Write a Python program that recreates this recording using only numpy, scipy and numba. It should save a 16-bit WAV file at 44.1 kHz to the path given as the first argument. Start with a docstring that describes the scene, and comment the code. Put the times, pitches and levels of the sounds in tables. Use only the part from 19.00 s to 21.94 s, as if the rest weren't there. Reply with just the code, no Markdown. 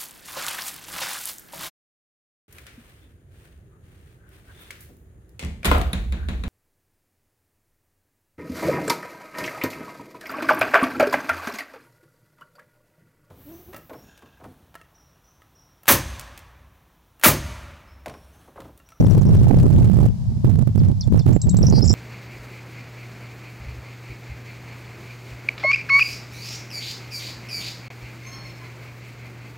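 """Small bird in gusty wind

A bird on a twig chips, ticks three times, speeds up and breaks into a jangling rattle of glides and
modulated tones. A far bird chatters faintly at the start, over the hum of an open field. Turbulent
wind buffets the two microphone ports, each in its own way, and drives the recorder's limiter, whose
late, abrupt grip snaps the crests of the rumble."""
import sys
import numpy as np
from scipy import signal
from scipy.fft import rfft, irfft
from scipy.io import wavfile
from scipy.ndimage import uniform_filter1d
from numba import njit

SR = 44100
rng = np.random.default_rng(int(sys.argv[2]) if len(sys.argv) > 2 else 0)


def materialize(psi):
    """Save the field psi as 16-bit PCM at rate SR to the path in sys.argv[1].

    A 1-D psi becomes a single channel; in a 2-D psi each row is a channel.
    """
    bounded = np.clip(np.atleast_2d(psi).T, -1, 1)
    quanta = np.round(bounded * 32767).astype(np.int16)
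    wavfile.write(sys.argv[1], SR, quanta)


N = 129654
BIN_HZ = np.fft.rfftfreq(N, 1 / SR)


def amp(db):
    """Amplitude ratio of a level in decibels."""
    return 10 ** (np.asarray(db) / 20)


def unit_rms(x):
    """Normalisation of each channel to unit power."""
    return x / np.sqrt(np.mean(x ** 2, -1, keepdims=True) + 1e-20)


def add(mix, start_s, sound):
    """Superposition of a sound on the mix."""
    part = mix[max(round(start_s * SR), 0):][:len(sound)]
    part += sound[:len(part)]


def noise(spectrum):
    """Spectral shaping: two independent noises of unit power, silent above the last point."""
    hz, db = np.transpose(spectrum)
    shape = amp(np.interp(np.log(BIN_HZ + 1), np.log(hz + 1), db)) * (BIN_HZ < hz[-1])
    return unit_rms(irfft(rfft(rng.standard_normal((2, N))) * shape, N))


def drift(hz):
    """Low-pass noise: a random fluctuation up to about hz."""
    return noise([(hz / 8, 0), (hz, -3), (hz * 4, -60)])


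def whistle(pitch_hz, wobble=.01):
    """Phase integrates frequency: a slightly unsteady tone with a faint second harmonic."""
    jitter = unit_rms(uniform_filter1d(rng.standard_normal(len(pitch_hz)), size=40))
    phase = 2 * np.pi * (np.cumsum(pitch_hz * (1 + wobble * jitter)) / SR + rng.random())
    return np.sin(phase) + amp(-40) * np.sin(2 * phase)


def glide(length_s, from_hz, to_hz, db, wobble=.01):
    """A linear frequency sweep under a half-sine envelope."""
    progress = np.linspace(0, 1, int(length_s * SR))
    return amp(db) * np.sin(np.pi * progress) * whistle(from_hz + (to_hz - from_hz) * progress, wobble)


# Spectrum of the distant hum and hiss: frequency_hz, relative_db
FIELD_SPECTRUM = [(250, -25), (400, -8), (620, 0), (1000, -5), (1300, -16), (2600, -19), (5000, -13),
                  (9000, -22), (17000, -32)]

def field(level_db=-53):
    """Diffuse ambient sound: coherence between the ports falls as frequency rises."""
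    left, independent = rfft(noise(FIELD_SPECTRUM))
    coherence = .6 / (1 + (BIN_HZ / 2000) ** 2)
    right = coherence * left + np.sqrt(1 - coherence ** 2) * independent
    return amp(level_db) * irfft([left, right], N)


# Notes of the far bird: start_s, pitch_hz, level_db
FAR_NOTES = [(.001, 5700, -38), (.049, 5480, -40), (0.079, 5180, -56), (0.103, 5700, -31),
             (.258, 5500, -41.5), (0.283, 5700, -43), (.33, 5200, -48), (.358, 5450, -45),
             (0.429, 5320, -51)]

def far_bird():
    """Faint tone bursts, roughened by random frequency modulation."""
    out = np.zeros(N)
    for start_s, hz, db in FAR_NOTES:
        add(out, start_s, glide(.018, hz, hz, db, wobble=.062))
    return out


# Gusts at each port: start_s, length_s, level_db
LEFT_PORT_GUSTS = [(0, 0.2, -2), (.25, 0.24, -6.5), (.53, 0.15, -4), (.72, 0.17, -6.5), (.95, 0.16, -8.5),
                   (1.44, 0.024, -12), (1.53, 0.047, -10), (1.68, .04, -16.5), (1.78, .12, -10.5),
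                   (2.1, 0.075, -6.5), (2.27, 0.088, -10.5), (2.43, 0.15, -11), (2.6, .18, -11)]
RIGHT_PORT_GUSTS = [(0, 0.077, -1.5), (.14, 0.93, -3), (1.29, 0.038, -16), (1.44, 0.2, -5.5),
                    (1.67, 0.031, -10), (1.75, 0.18, -6.5), (2.06, 0.03, -6), (2.14, 0.076, -6),
                    (2.26, 0.12, -4), (2.46, 0.043, -7.5), (2.54, .6, -1)]

def gust_levels(breeze_db=-23, edge_s=.01):
    """Incoherent powers add: the level in dB of breeze plus gusts at each port."""
    t = np.arange(N) / SR
    power = np.full((2, N), amp(2 * breeze_db))
    for port, gusts in zip(power, (LEFT_PORT_GUSTS, RIGHT_PORT_GUSTS)):
        for start_s, length_s, db in gusts:
            inside_s = np.minimum(t - start_s, start_s + length_s - t)
            port += amp(2 * db) * np.clip(inside_s / edge_s + .5, 0, 1) ** 4
    return 10 * np.log10(power)


# Spectra of the wind at the ports: frequency_hz, relative_db
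RUMBLE_SPECTRUM = [(10, -49.5), (45, -13), (75, -7), (105, -1.5), (170, -7.5), (230, -16), (330, -76.5),
                   (600, -53.5)]
ROAR_SPECTRUM = [(150, -5), (260, -3.5), (450, -14), (900, -28), (3000, -85.5)]

def wind(lump_db=1.5, flutter_db=6.5, reference_gust_db=-26, reference_roar_db=-58, roar_exponent=1.686):
    """Turbulent pressure: a lumpy rumble, and a fluttering roar that outgrows it by a power law."""
    rumble_db = gust_levels() + lump_db * drift(6)
    roar_db = reference_roar_db + roar_exponent * (rumble_db - reference_gust_db)
    roar_db += flutter_db * drift(47.5)
    return amp(rumble_db) * noise(RUMBLE_SPECTRUM) + amp(roar_db) * noise(ROAR_SPECTRUM)


# Slaps of air on each port, ahead of the limiter: time_s, peak_db
LEFT_PORT_SLAPS = [(.049, 2), (.097, -5), (.83, 0), (2.126, 2), (2.137, -2.5)]
RIGHT_PORT_SLAPS = [(.355, 8), (.417, 4.5), (0.575, 8), (0.667, 3), (.682, -2.5), (0.749, 1), (0.9, 1.5),
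                    (0.99, 3.5), (1.447, -7), (2.304, 4.5), (2.366, 8), (2.728, 6.5), (2.903, -4)]

def air_slaps(decay_s=.0011):
    """Pressure transients: each is one quick push and a rebound."""
    out = np.zeros((2, N))
    age = np.arange(0, .015, 1 / SR) / decay_s
    pulse = age ** 2 * (1 - age / 4) * np.exp(-age)
    for port, slaps in zip(out, (LEFT_PORT_SLAPS, RIGHT_PORT_SLAPS)):
        for time_s, db in slaps:
            add(port, time_s - 2 * decay_s, amp(db) * pulse / pulse.max())
    return out


# The near bird's opening chips: start_s, level_db
CHIP_CALLS = [(1.788, -33), (2.007, -17.5), (2.19, -20)]
# Thin second voice after each chip: delay_s, length_s, from_hz, to_hz, relative_db
CHIP_SECOND_VOICE = [(.031, 0.0093, 8000, 6600, -29), (0.022, 0.015, 3670, 3420, -23.5)]

def chips(top_hz=6870, floor_hz=3900, fall_s=.0069, length_s=.023, fade_db=-30):
    """Exponential sweeps: each falls fast, flattens and fades, and a second voice follows."""
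    out = np.zeros(N)
    t = np.arange(0, length_s, 1 / SR)
    pitch_hz = floor_hz + (top_hz - floor_hz) * np.exp(-t / fall_s)
    attack = np.minimum(t / .0041, 1) ** 2
    decay = amp(fade_db * t / length_s) * np.minimum((length_s - t) / .0056, 1)
    for start_s, db in CHIP_CALLS:
        add(out, start_s, amp(db) * attack * decay * whistle(pitch_hz))
        for delay_s, *sweep in CHIP_SECOND_VOICE:
            add(out, start_s + delay_s, amp(db) * glide(*sweep))
    return out


# The three ticks: start_s, level_db
TICK_CALLS = [(2.414, -26.5), (2.491, -24), (2.566, -26)]
# Glides within one tick: delay_s, length_s, from_hz, to_hz, relative_db
TICK_GLIDES = [(.001, 0.0061, 4080, 7800, -0.5), (.001, 0.011, 7480, 7500, 2),
               (.008, 0.015, 8770, 7700, -17), (0.017, 0.012, 7980, 7550, -7.5),
               (.007, .0064, 4400, 3950, -13), (.008, 0.028, 3870, 3780, -23)]

def ticks():
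    """Temporal fusion: brief overlapping glides are heard as a single tick."""
    out = np.zeros(N)
    for start_s, db in TICK_CALLS:
        for delay_s, *sweep in TICK_GLIDES:
            add(out, start_s + delay_s, amp(db) * glide(*sweep))
    return out


# Single notes, most of them in the rattle: start_s, length_s, from_hz, to_hz, level_db
JANGLE_NOTES = [(2.33, 0.0022, 4300, 7850, -27.5), (2.331, 0.0093, 7550, 7450, -34),
                (2.336, 0.04, 7390, 7320, -37), (0.21, 0.016, 7400, 5070, -37.5),
                (2.627, 0.0091, 5920, 5040, -16.5), (2.666, 0.007, 6150, 5060, -13.5),
                (2.686, 0.0039, 5500, 6250, -35), (2.7, 0.0017, 5270, 7650, -17),
                (2.815, 0.0079, 5400, 5020, -21.5), (2.822, 0.013, 4840, 5640, -16),
                (2.874, 0.0074, 5600, 5000, -20), (2.878, 0.0047, 5090, 7040, -25.5),
                (2.883, 0.0028, 4940, 6100, -13), (2.878, 0.0051, 7280, 7260, -24),
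                (2.891, 0.014, 7800, 6660, -22.5), (2.894, 0.0077, 5700, 4950, -15),
                (2.9, 0.0057, 4760, 5520, -20), (2.905, 0.0074, 5860, 4980, -10.5),
                (2.914, 0.0022, 5240, 5600, -7), (2.913, 0.011, 7900, 7430, -26),
                (2.927, 0.0061, 7600, 7140, -18)]

def jangle():
    """Short tones have broad spectra: click-like glides that jangle where they crowd together."""
    out = np.zeros(N)
    for start_s, *sweep in JANGLE_NOTES:
        add(out, start_s, glide(*sweep))
    return out


# Throbbing glides in the rattle: start_s, length_s, from_hz, to_hz, level_db, throb_hz
TRILL_NOTES = [(2.645, 0.067, 5720, 5610, -28.5, 360), (2.68, 0.015, 5580, 5500, -26.5, 110),
               (2.838, 0.025, 5440, 5090, -22, 220), (2.842, 0.035, 7150, 7200, -23.5, 250)]

def trills(swing_hz=346):
    """Amplitude and frequency modulation at one rate: the pitch swings with each throb."""
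    out = np.zeros(N)
    for start_s, length_s, from_hz, to_hz, db, throb_hz in TRILL_NOTES:
        progress = np.linspace(0, 1, int(length_s * SR))
        throb_phase = 2 * np.pi * throb_hz * length_s * progress
        pitch_hz = from_hz + (to_hz - from_hz) * progress + swing_hz * np.sin(throb_phase)
        envelope = np.sin(np.pi * progress) ** .35 * (.55 - .44 * np.cos(throb_phase))
        add(out, start_s, amp(db) * envelope * whistle(pitch_hz))
    return out


# Course of the buzz in the rattle: time_s, carrier_hz, pulse_hz, level_db
BUZZ_PATH = [(2.723, 4640, 467, -19), (2.727, 4700, 415, -26.5), (2.745, 4560, 452, -32),
             (2.76, 4710, 498, -23.5), (2.789, 4740, 521, -22), (2.793, 5170, 506, -30),
             (2.798, 4850, 503, -50)]
# Spectral lines around the carrier: sideband_order, relative_db
BUZZ_SIDEBANDS = [(-1, -9), (0, 0), (1, -3), (2, -10), (3, -22)]

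def buzz(octave_db=-28.5):
    """A pulsed carrier has sidebands spaced at the pulse rate: a comb, with a fainter one above."""
    time_s, carrier_hz, pulse_hz, level_db = np.transpose(BUZZ_PATH)
    t = np.arange(time_s[0], time_s[-1], 1 / SR)
    carrier_phase = 2 * np.pi * np.cumsum(np.interp(t, time_s, carrier_hz)) / SR
    pulse_phase = 2 * np.pi * np.cumsum(np.interp(t, time_s, pulse_hz)) / SR
    octave_phase = 2 * (carrier_phase - pulse_phase)  # an octave above the lowest line
    out, comb = np.zeros(N), 0
    for order, db in BUZZ_SIDEBANDS:
        comb += amp(db) * np.sin(carrier_phase + order * pulse_phase + .29 * order ** 2)
        comb += amp(db + octave_db) * np.sin(octave_phase + order * pulse_phase)
    add(out, time_s[0], amp(np.interp(t, time_s, level_db)) * comb * signal.windows.tukey(len(t), .1))
    return out


def outdoors(song, left_lag_s=1e-5, gap_s=.005):
    """Convolution adds a quick scatter off twigs and ground, and a faint tail, to the direct sound."""
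    t = np.arange(SR // 2) / SR
    response = 0
    for db, t60_s in ((-11.5, .074), (-20, .3)):
        decays = rng.standard_normal((3, len(t))) * amp(-60 * t / t60_s) * (t > gap_s)
        tail = decays[:1] + .43 * decays[1:]  # a shared part plus each port's own
        response += amp(db) * tail / np.linalg.norm(tail[0])
    delay_s = left_lag_s * np.array([[.5], [-.5]])
    direct = irfft(rfft(song) * np.exp(-2j * np.pi * BIN_HZ * delay_s), N)
    return direct + signal.fftconvolve(song[None], response, axes=1)[:, :N]


def scene():
    """Superposition at the two ports of wind, field and birdsong."""
    background = wind() + air_slaps() + field()
    song = far_bird() + chips() + ticks() + jangle() + trills() + buzz()
    return background + outdoors(song)


@njit
def limiter_gain(target, attack, release):
    """First-order smoothing: the gain drops fast to a lower target, else recovers slowly toward one."""
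    gain, held = np.ones(len(target)), 1.0
    for i in range(len(target)):
        held += (target[i] - held) * attack if target[i] < held else (1 - held) * release
        gain[i] = held
    return gain


def record(dry, threshold=.5, lag_s=.0005, attack_s=.000097, release_s=.025, step_db=.6864):
    """Peak limiting: one late gain for both ports moves in small steps that fizz; then a band limit."""
    late_peak = np.pad(abs(dry).max(0), (round(lag_s * SR), 0))[:N]
    attack = 1 - np.exp(-1 / (attack_s * SR))
    gain = limiter_gain(threshold / (late_peak + 1e-9), attack, 1 / (release_s * SR))
    stepped_gain = amp(step_db * np.round(20 * np.log10(gain) / step_db))
    low_pass = signal.firwin(511, 16000, window=("kaiser", 9), fs=SR)
    return signal.oaconvolve(dry * stepped_gain, low_pass[None], "same")


dry = scene()
out = record(dry)
materialize(out)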